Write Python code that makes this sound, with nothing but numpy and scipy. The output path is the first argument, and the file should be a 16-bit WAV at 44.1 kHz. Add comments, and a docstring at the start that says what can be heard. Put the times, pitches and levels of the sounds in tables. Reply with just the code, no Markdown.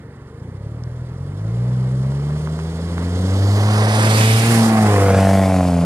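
"""A turbocharged four-cylinder car pulls away behind and to the right on packed snow, passes, drives off ahead.
The exhaust booms on multiples of the firing rate; sharp blows ring pipe modes as a bark, gas flow rushes.
Tyre roar and hiss are coloured noise; ice cracks and dry ticks are decaying sines; the turbine whistles.
A murmur of the night road lies beneath. Two microphone ports on a camera body hear the car's bearing."""
import sys
import numpy as np
from scipy import signal
from scipy.io import wavfile
from scipy.ndimage import uniform_filter1d

SR = 44100
rng = np.random.default_rng(int(sys.argv[2]) if len(sys.argv) > 2 else 0)


def inscribe(sig):
    """Save sig as 16-bit PCM at rate SR to the path in sys.argv[1].

    A 1-D sig is mono; a 2-D sig holds one channel per row.
    Samples are clipped to [-1, 1] before scaling.
    """
    pcm = np.round(np.clip(np.atleast_2d(sig).T, -1, 1) * 32767)
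    wavfile.write(sys.argv[1], SR, pcm.astype(np.int16))


N = 257984

# car direction from the lens axis, positive to the right: (time [s], bearing [degrees])
BEARING = [(0, 159), (3.2, 150), (3.7, 137.5), (4.15, 106), (4.5, 41.5), (4.95, 29), (5.2, 4), (5.45, -5),
           (5.85, -9)]
PASS_S, LANE_M, M_PER_FIRING = 4.45, 3.02, 0.078  # abreast, lane distance, gearing
SOUND_M_PER_S = 343


def gain_of(db):
    """Decibels to amplitude."""
    return 10 ** (np.asarray(db) / 20)


def evened(x):
    """Scales to rms 1."""
    return x / np.sqrt(np.mean(x ** 2) + 1e-20)


def columns(rows, t):
    """Reads every column of a curve at the times t."""
    s, *rest = np.transpose(rows)
    return [np.interp(t, s, c) for c in rest]


def read(points, hz):
    """Reads every column of a spectrum on a log-frequency axis."""
    f, *rest = np.transpose(points)
    return [np.interp(np.log(hz + 1), np.log(f + 1), c) for c in rest]


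def resonate(x, hz, width_hz):
    """Resonance at a moving pitch: shifts it down to zero, smooths with one pole, shifts back."""
    turn = np.exp(2j * np.pi * np.cumsum(hz * np.ones(len(x))) / SR)
    pole = np.exp(-np.pi * width_hz / SR)
    return 2 * (turn * signal.lfilter([1 - pole], [1, -pole], x / turn)).real


def noise(shape, patchy_db, flicker_db, size=512, slope_db=0, pivot_hz=1000):
    """Two unrelated noises of one colour, tilted about a pivot, sharing drifting patches and a wide flicker."""
    hop, hz = size // 4, np.fft.rfftfreq(size, 1 / SR)
    frames = N // hop + 5
    a, b, c, d, patches = rng.standard_normal((frames, len(hz), 5)).T
    patches = uniform_filter1d(patches, size=8, axis=0)  # across frequency
    patches = evened(uniform_filter1d(patches, size=20, axis=1))  # across time
    flicker = evened(uniform_filter1d(rng.standard_normal(frames), size=5))
    slope_db = np.resize(np.ones(N) * slope_db, frames * hop)[::hop]
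    octaves = np.log2((hz[:, None] + 1) / pivot_hz)
    colour_db = read(shape, hz)[0][:, None] + slope_db * octaves
    gain = gain_of(colour_db + patchy_db * patches + flicker_db * flicker)
    z = np.array([a + 1j * b, c + 1j * d]) * gain
    return evened(signal.istft(z, nperseg=size, noverlap=size - hop)[1][:, :N])


def travel(turns, s):
    """Metres of road covered since the moment s; the wheels are geared to the engine."""
    return M_PER_FIRING * (turns - turns[round(s * SR)])


def distance(turns):
    """Metres from camera to car."""
    return np.hypot(travel(turns, PASS_S), LANE_M)


def firings(turns, pattern, uneven_db):
    """Strength of the current firing: the cylinder's own, plus chance."""
    # unequal runners, four blows in turn, scaled by pattern: (level [dB])
    cylinder_db = [0, -2, 2, -7.5]
    count = np.floor(turns).astype(int)
    chance = rng.standard_normal(count[-1] + 1)[count]
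    return gain_of(pattern * np.take(cylinder_db, count % 4) + uneven_db * chance)


def boom(hz, turns, levels_db):
    """Exhaust boom: six multiples of the firing rate; they throb with uneven firings, less so at high revs."""
    # fourth to sixth multiple at 1 m, before waver and throb: (frequency [Hz], level [dB])
    pipe = [(90, -14), (120, -8.5), (150, -10.5), (190, -20), (240, -33), (330, -31), (410, -18.5),
            (500, -24.5), (600, -30), (700, -41)]
    waver_db, idle_hz, idle_db_per_hz = 1.5, 29.5, 1.2  # upper three only; below idle_hz the throttle is shut
    lag_turns, bend_turns = .07, .23  # the trough follows the blow; each higher multiple lags more
    waver = uniform_filter1d(rng.standard_normal((N // 512 + 1, 3)), size=12, axis=0)
    waver = np.repeat(waver, 512, axis=0)[:N].T
    waver = uniform_filter1d(evened(waver), size=1024, axis=1)
    loss_db = 20 * np.log10(distance(turns)) + idle_db_per_hz * np.maximum(idle_hz - hz, 0)
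    upper_db = [read(pipe, (k + 4) * hz)[0] - loss_db + waver_db * w for k, w in enumerate(waver)]
    total = np.zeros(N)
    for k, db in enumerate(levels_db + upper_db):
        phase_turns = (k + 1) * (turns - lag_turns) - k * bend_turns
        total += gain_of(db) * np.cos(2 * np.pi * phase_turns)
    lumpy = np.minimum(45 / hz, .9)
    throb = firings(turns + .5, pattern=0.26 * lumpy, uneven_db=1.48 * lumpy)
    return -np.sqrt(2) * uniform_filter1d(throb, size=300) * total


def bark(t, hz, turns):
    """Each firing is a sharp blow that rings two pipe modes and an overtone, and spits a rasp of gas."""
    # bark of the two pipe modes: (time [s], low mode level [dB], high mode level [dB])
    mode_levels = [(0, -73, -80), (2, -54.5, -71), (3.3, -78, -44), (4.1, -31.5, -30.5), (4.45, -60, -29),
                   (4.65, -25, -24), (4.8, -34, -19), (4.9, -16, -23), (5.1, -19, -22), (5.4, -23.5, -22.5),
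                   (5.6, -26.5, -26), (5.85, -27.5, -45)]
    tail_s, low_hz_per_m, low_min_hz, low_max_hz = 4.85, 75, 370, 604  # low mode: climbs as the tailpipe recedes
    high_base_hz, high_per_rev, high_from_hz = 688, 5.97, 103  # high mode: climbs with revs above high_from_hz
    low_db, high_db = columns(mode_levels, t)
    low_hz = low_min_hz + low_hz_per_m * abs(travel(turns, tail_s))
    low_hz = np.clip(low_hz, low_min_hz, low_max_hz)
    high_hz = high_base_hz + high_per_rev * np.maximum(hz - high_from_hz, 0)
    strength = firings(turns, pattern=0.75, uneven_db=1.2)
    blows = (np.diff(np.floor(turns), prepend=0) > 0) * strength / np.sqrt(hz)
    blows = blows - .22 * np.roll(blows, round(.0052 * SR))  # the open pipe end sends each blow back inverted
    low = evened(resonate(resonate(blows, low_hz, 140), low_hz, 290))
    high = evened(resonate(resonate(blows, high_hz, 130), high_hz, 200))
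    overtone = evened(resonate(resonate(blows, 1.419 * high_hz, 110), 1.4 * high_hz, 360))
    spit = blows + .004 * strength * np.exp(-(turns % 1) / .2) * rng.standard_normal(N)
    rasp = spit
    for width_hz in (1500, 1500, 2200):
        rasp = resonate(rasp, 1200, width_hz)
    upper = gain_of(-14) * overtone + gain_of(-13) * evened(rasp)
    return gain_of(low_db) * low + gain_of(high_db) * (high + upper)


def exhaust_flow(hz, turns):
    """Nearly steady gas-flow noise, barely rippled by the firings, growing with revs and nearness."""
    # relative colour of the flow: (frequency [Hz], density [dB per Hz])
    colour = [(20, -39), (45, -49), (90, -1), (200, -1), (330, -5.5), (450, -4.5), (560, -6.5), (700, -16),
              (900, -21), (1400, -24.5), (3000, -53)]
    base_db, db_per_octave, near_share = -21.5, 5, 0.44  # at 1 m and 100 firings/s; share of the distance law
    level_db = base_db + db_per_octave * np.log2(hz / 100) - near_share * 20 * np.log10(distance(turns))
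    ripple = evened(6.4 + np.exp(-(turns % 1) / 1.2))
    return gain_of(level_db) * ripple * noise(colour, patchy_db=1.8, flicker_db=.5, size=2048)


def tyres(t, turns):
    """Tyres roar and hiss on the snow: two noises, brighter with the wheels close, the hiss also ahead."""
    # (time [s], hiss level [dB], roar level above the hiss [dB])
    levels = [(0, -65, 8), (.6, -62.5, 8.5), (1.3, -58.5, 8.5), (1.62, -53.5, 9), (1.95, -52.5, 9.5),
              (2.5, -48.5, 6.5), (3.1, -44, 7), (3.5, -36.5, 6), (3.9, -30.5, 9), (4.19, -24.5, 6),
              (4.44, -28.5, 5.5), (4.54, -25.5, 4.5), (4.64, -28, 6.5), (4.74, -34, 8.5), (4.92, -31.5, 8),
              (5.02, -32.5, 8), (5.3, -35, 8), (5.55, -38, 5), (5.85, -41, 6.5)]
    # relative roar colour before tilt: (frequency [Hz], density [dB per Hz])
    roar_colour = [(60, -110), (300, -14), (500, -4), (800, -4.5), (1100, -3.5), (1600, -7), (2200, -6),
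                   (2900, -12), (4000, -21.5), (7000, -51)]
    # relative hiss colour before tilt: (frequency [Hz], density [dB per Hz])
    hiss_colour = [(1200, -58), (2200, -47), (2900, -7.5), (3400, -3), (4000, -4.5), (4800, -1.5),
                   (5700, -4), (7300, -4), (9200, -3), (10300, -6), (11000, -10), (13000, -13.5),
                   (14500, -20.5), (15600, -27)]
    wheels_s, wheels_m = 4.334, 2.09  # front wheels closest, and over what stretch of road
    hiss_db, roar_db = columns(levels, t)
    beside = np.exp(-(travel(turns, wheels_s) / wheels_m) ** 4)
    ahead = .5 + .5 * np.cos(np.radians(columns(BEARING, t)[0]))
    roar_slope_db = -3.5 + 7.5 * beside  # slopes in dB per octave
    hiss_slope_db = -5 + 5.5 * ahead + 2 * beside
    roar = noise(roar_colour, patchy_db=0.76, flicker_db=1.23, slope_db=roar_slope_db, pivot_hz=1480)
    hiss = noise(hiss_colour, patchy_db=.7, flicker_db=1.1, slope_db=hiss_slope_db, pivot_hz=6000)
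    return gain_of(hiss_db) * (gain_of(roar_db) * roar + hiss)


def road_murmur():
    """Steady low murmur of the night road: coloured noise with drifting patches."""
    # relative colour of the murmur: (frequency [Hz], density [dB per Hz])
    colour = [(24, -34), (40, -32), (102, 1.5), (376, -7), (442, 1.5), (590, -30), (623, -31), (658, -37),
              (802, -14), (1910, -19), (3000, -37), (3900, -72), (6600, -120)]
    return gain_of(-44) * noise(colour, patchy_db=1.8, flicker_db=0.0, size=2048)


def snaps(rows, decay_cycles):
    """Single clicks: sines with a soft start, decaying by 1/e in the given number of cycles."""
    out, u = np.zeros(N), np.arange(400) / SR
    for s, db, hz in rows:
        swell = (1 - np.exp(-u / 8e-5)) * np.exp(-u * hz / decay_cycles)
        click = swell * np.sin(2 * np.pi * hz * u)
        out[round(s * SR):][:400] += gain_of(db + 2.5) * click  # 2.5 dB offsets the loss in the swell
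    return out


def dry_ticks():
    """Dry ticks near the camera: short high rings."""
    # (time [s], approximate peak [dB], pitch [Hz])
    tick_rows = [(0.8375, -26.5, 5400), (1.0246, -44, 4860)]
    return snaps(tick_rows, decay_cycles=1.5)


def ice_cracks():
    """Ice cracking under the tyres: heavily damped low rings."""
    # (time [s], approximate peak [dB], pitch [Hz])
    crack_rows = [(2.121, -22, 757), (2.307, -23, 1062), (2.474, -16, 1189), (2.591, -17.5, 1071),
                  (2.981, -12, 1265), (3.688, -7, 972)]
    return snaps(crack_rows, decay_cycles=.65)


def turbo_whistle(t):
    """Turbine whistle: a thin sine on a boost-driven pitch curve, slightly fuzzy from random pitch waver."""
    # (time [s], pitch before waver [Hz], level [dB]); silent before the first row
    whistle = [(3.6, 9100, -70), (4.05, 10080, -45), (4.22, 10360, -45), (4.35, 10600, -60),
               (4.55, 10900, -50), (4.75, 10450, -51), (4.92, 10300, -62), (5.1, 10370, -49),
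               (5.6, 10140, -53), (5.85, 9900, -58)]
    hz, db = columns(whistle, t)
    waver_hz = 25 * evened(uniform_filter1d(rng.standard_normal(N), size=300))
    tone = np.sqrt(2) * np.sin(2 * np.pi * np.cumsum(hz + waver_hz) / SR)
    return gain_of(db) * (t > whistle[0][0]) * tone


def road_echo(hz, t, turns):
    """Once the tail end has passed, its inverted echo off the road draws bands that climb with distance."""
    tail_s, near_m, heights_m2 = 4.6, 1.606, 1.627  # tail passes, how near, twice the product of the heights
    depth_db, low_hz, high_hz = 2.5, 845, 3550
    along_m = np.interp(t, np.arange(N) / SR, travel(turns, tail_s))
    late_s = heights_m2 / np.hypot(along_m, near_m) / SOUND_M_PER_S
    band = np.exp(-(low_hz / (hz + 1)) ** 2 - (hz / high_hz) ** 2)[:, None]
    comb = np.cos(2 * np.pi * hz[:, None] * late_s)
    return gain_of(-2 * depth_db * band * np.clip(along_m, 0, 1) * comb)


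def ports(pair, turns):
    """Path difference and shading by the camera body turn with the bearing; treble arrives partly scattered."""
    # camera body at full shading: (frequency [Hz], left minus right [dB], left lead [radians])
    body = [(278, 6, -0.43), (810, -4, 0.34), (1300, -4.5, -0.5), (2130, -4, -0.044), (2360, 0.5, -1.22),
            (3150, -7, 0.079), (4730, -9.5, -1.16), (6140, -7, -0.48), (8500, -7.5, -1.8),
            (10000, -11, -1.3), (14000, -7.5, -1.9)]
    spacing_mm, shade_deg = 74.2, 41  # port spacing, bearing of full shading
    like_far, wide_s, wide_m = .85, 4.643, 4.6  # treble likeness, lost while the car fills the view
    hz, t, (a, b) = signal.stft(pair, SR, nperseg=512, noverlap=384)
    degrees, = columns(BEARING, t)
    path_m = spacing_mm / 1000 * np.sin(np.radians(degrees))
    shade = np.clip(degrees / shade_deg, 0, 1)
    along_m = np.interp(t, np.arange(N) / SR, travel(turns, wide_s))
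    like = np.clip(like_far * (1 - np.exp(-(along_m / wide_m) ** 2)), 0, 1)
    tilt_db, lead = (v[:, None] * shade for v in read(body, hz))
    lead = lead - 2 * np.pi * hz[:, None] * path_m / SOUND_M_PER_S
    same = 1 - (1 - like) * (1 - np.exp(-hz[:, None] / 3500))
    half = gain_of(tilt_db / 2) * np.exp(.5j * lead)  # half the difference goes to each port
    left = half * a
    right = (same * a + np.sqrt(1 - same ** 2) * b) / half
    z = np.array([left, right]) * road_echo(hz, t, turns)
    return signal.istft(z, SR, nperseg=512, noverlap=384)[1][:, :N]


def scene():
    """The boom reaches both ports alike; the rest comes through the bearing."""
    # (time [s], firing rate [Hz], boom level before throb of multiples 1, 2, 3 [dB, dB, dB])
    engine = [(0.0, 24.57, -70, -67, -47), (0.24, 22.6, -68, -55, -46), (0.63, 35.14, -50, -37, -31.5),
              (0.81, 40.06, -48, -36, -29.5), (1.11, 41.46, -43, -36, -28), (1.37, 50.1, -41, -26.5, -31),
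              (1.55, 58.95, -34, -19.5, -30.5), (1.7, 62.2, -38, -18.5, -29),
              (2.02, 65.25, -32.5, -18.5, -30.5), (2.33, 74.56, -29.5, -21.5, -38.5),
              (2.72, 82.14, -28, -26.5, -44), (3.05, 87.1, -22, -26.5, -33),
              (3.26, 93.1, -18.5, -24.5, -31), (3.45, 99.04, -13.5, -29.5, -30.5),
              (3.7, 105.2, -14.5, -24.5, -40), (4.02, 109, -15, -24, -37), (4.14, 108.4, -14, -28, -35),
              (4.35, 111.8, -12.5, -25.5, -49), (4.43, 113.3, -16.5, -22, -40), (4.5, 116, -14, -17.5, -27),
              (4.61, 113.2, -16, -13.5, -30.5), (4.72, 111.0, -22, -14.5, -28.5),
              (4.84, 106.7, -15, -15, -39), (4.97, 99.55, -14, -33.5, -22.5),
              (5.12, 96.1, -14, -19.5, -28.5), (5.36, 96.8, -16.5, -15.5, -27),
              (5.51, 93.86, -18.5, -19, -23.5), (5.77, 85.9, -21, -17.5, -22), (5.85, 85.1, -25, -15, -27)]
    t = np.arange(N) / SR
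    hz, *levels_db = columns(engine, t)
    turns = np.cumsum(hz) / SR  # one turn per firing
    rush = exhaust_flow(hz, turns) + tyres(t, turns) + road_murmur()
    points = bark(t, hz, turns) + dry_ticks() + ice_cracks() + turbo_whistle(t)
    pair = rush + points * np.array([[1], [0]])  # points have no scattered part
    return boom(hz, turns, levels_db) + ports(pair, turns)


def record(dry):
    """The input stage rounds off peaks; the side signal is high-passed, so bass is mono; then the band limit."""
    left, right = 1.3 * np.tanh(dry / 1.3)
    mid, side = (left + right) / 2, (left - right) / 2
    side_highpass = signal.firwin(801, 500, pass_zero=False, fs=SR)
    side = signal.oaconvolve(side, side_highpass, "same")
    both = np.array([mid + side, mid - side])
    band_limit = signal.firwin(511, 15650, window=("kaiser", 9), fs=SR)
    return signal.oaconvolve(both, band_limit[None], "same")


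dry = scene()
out = record(dry)
inscribe(out)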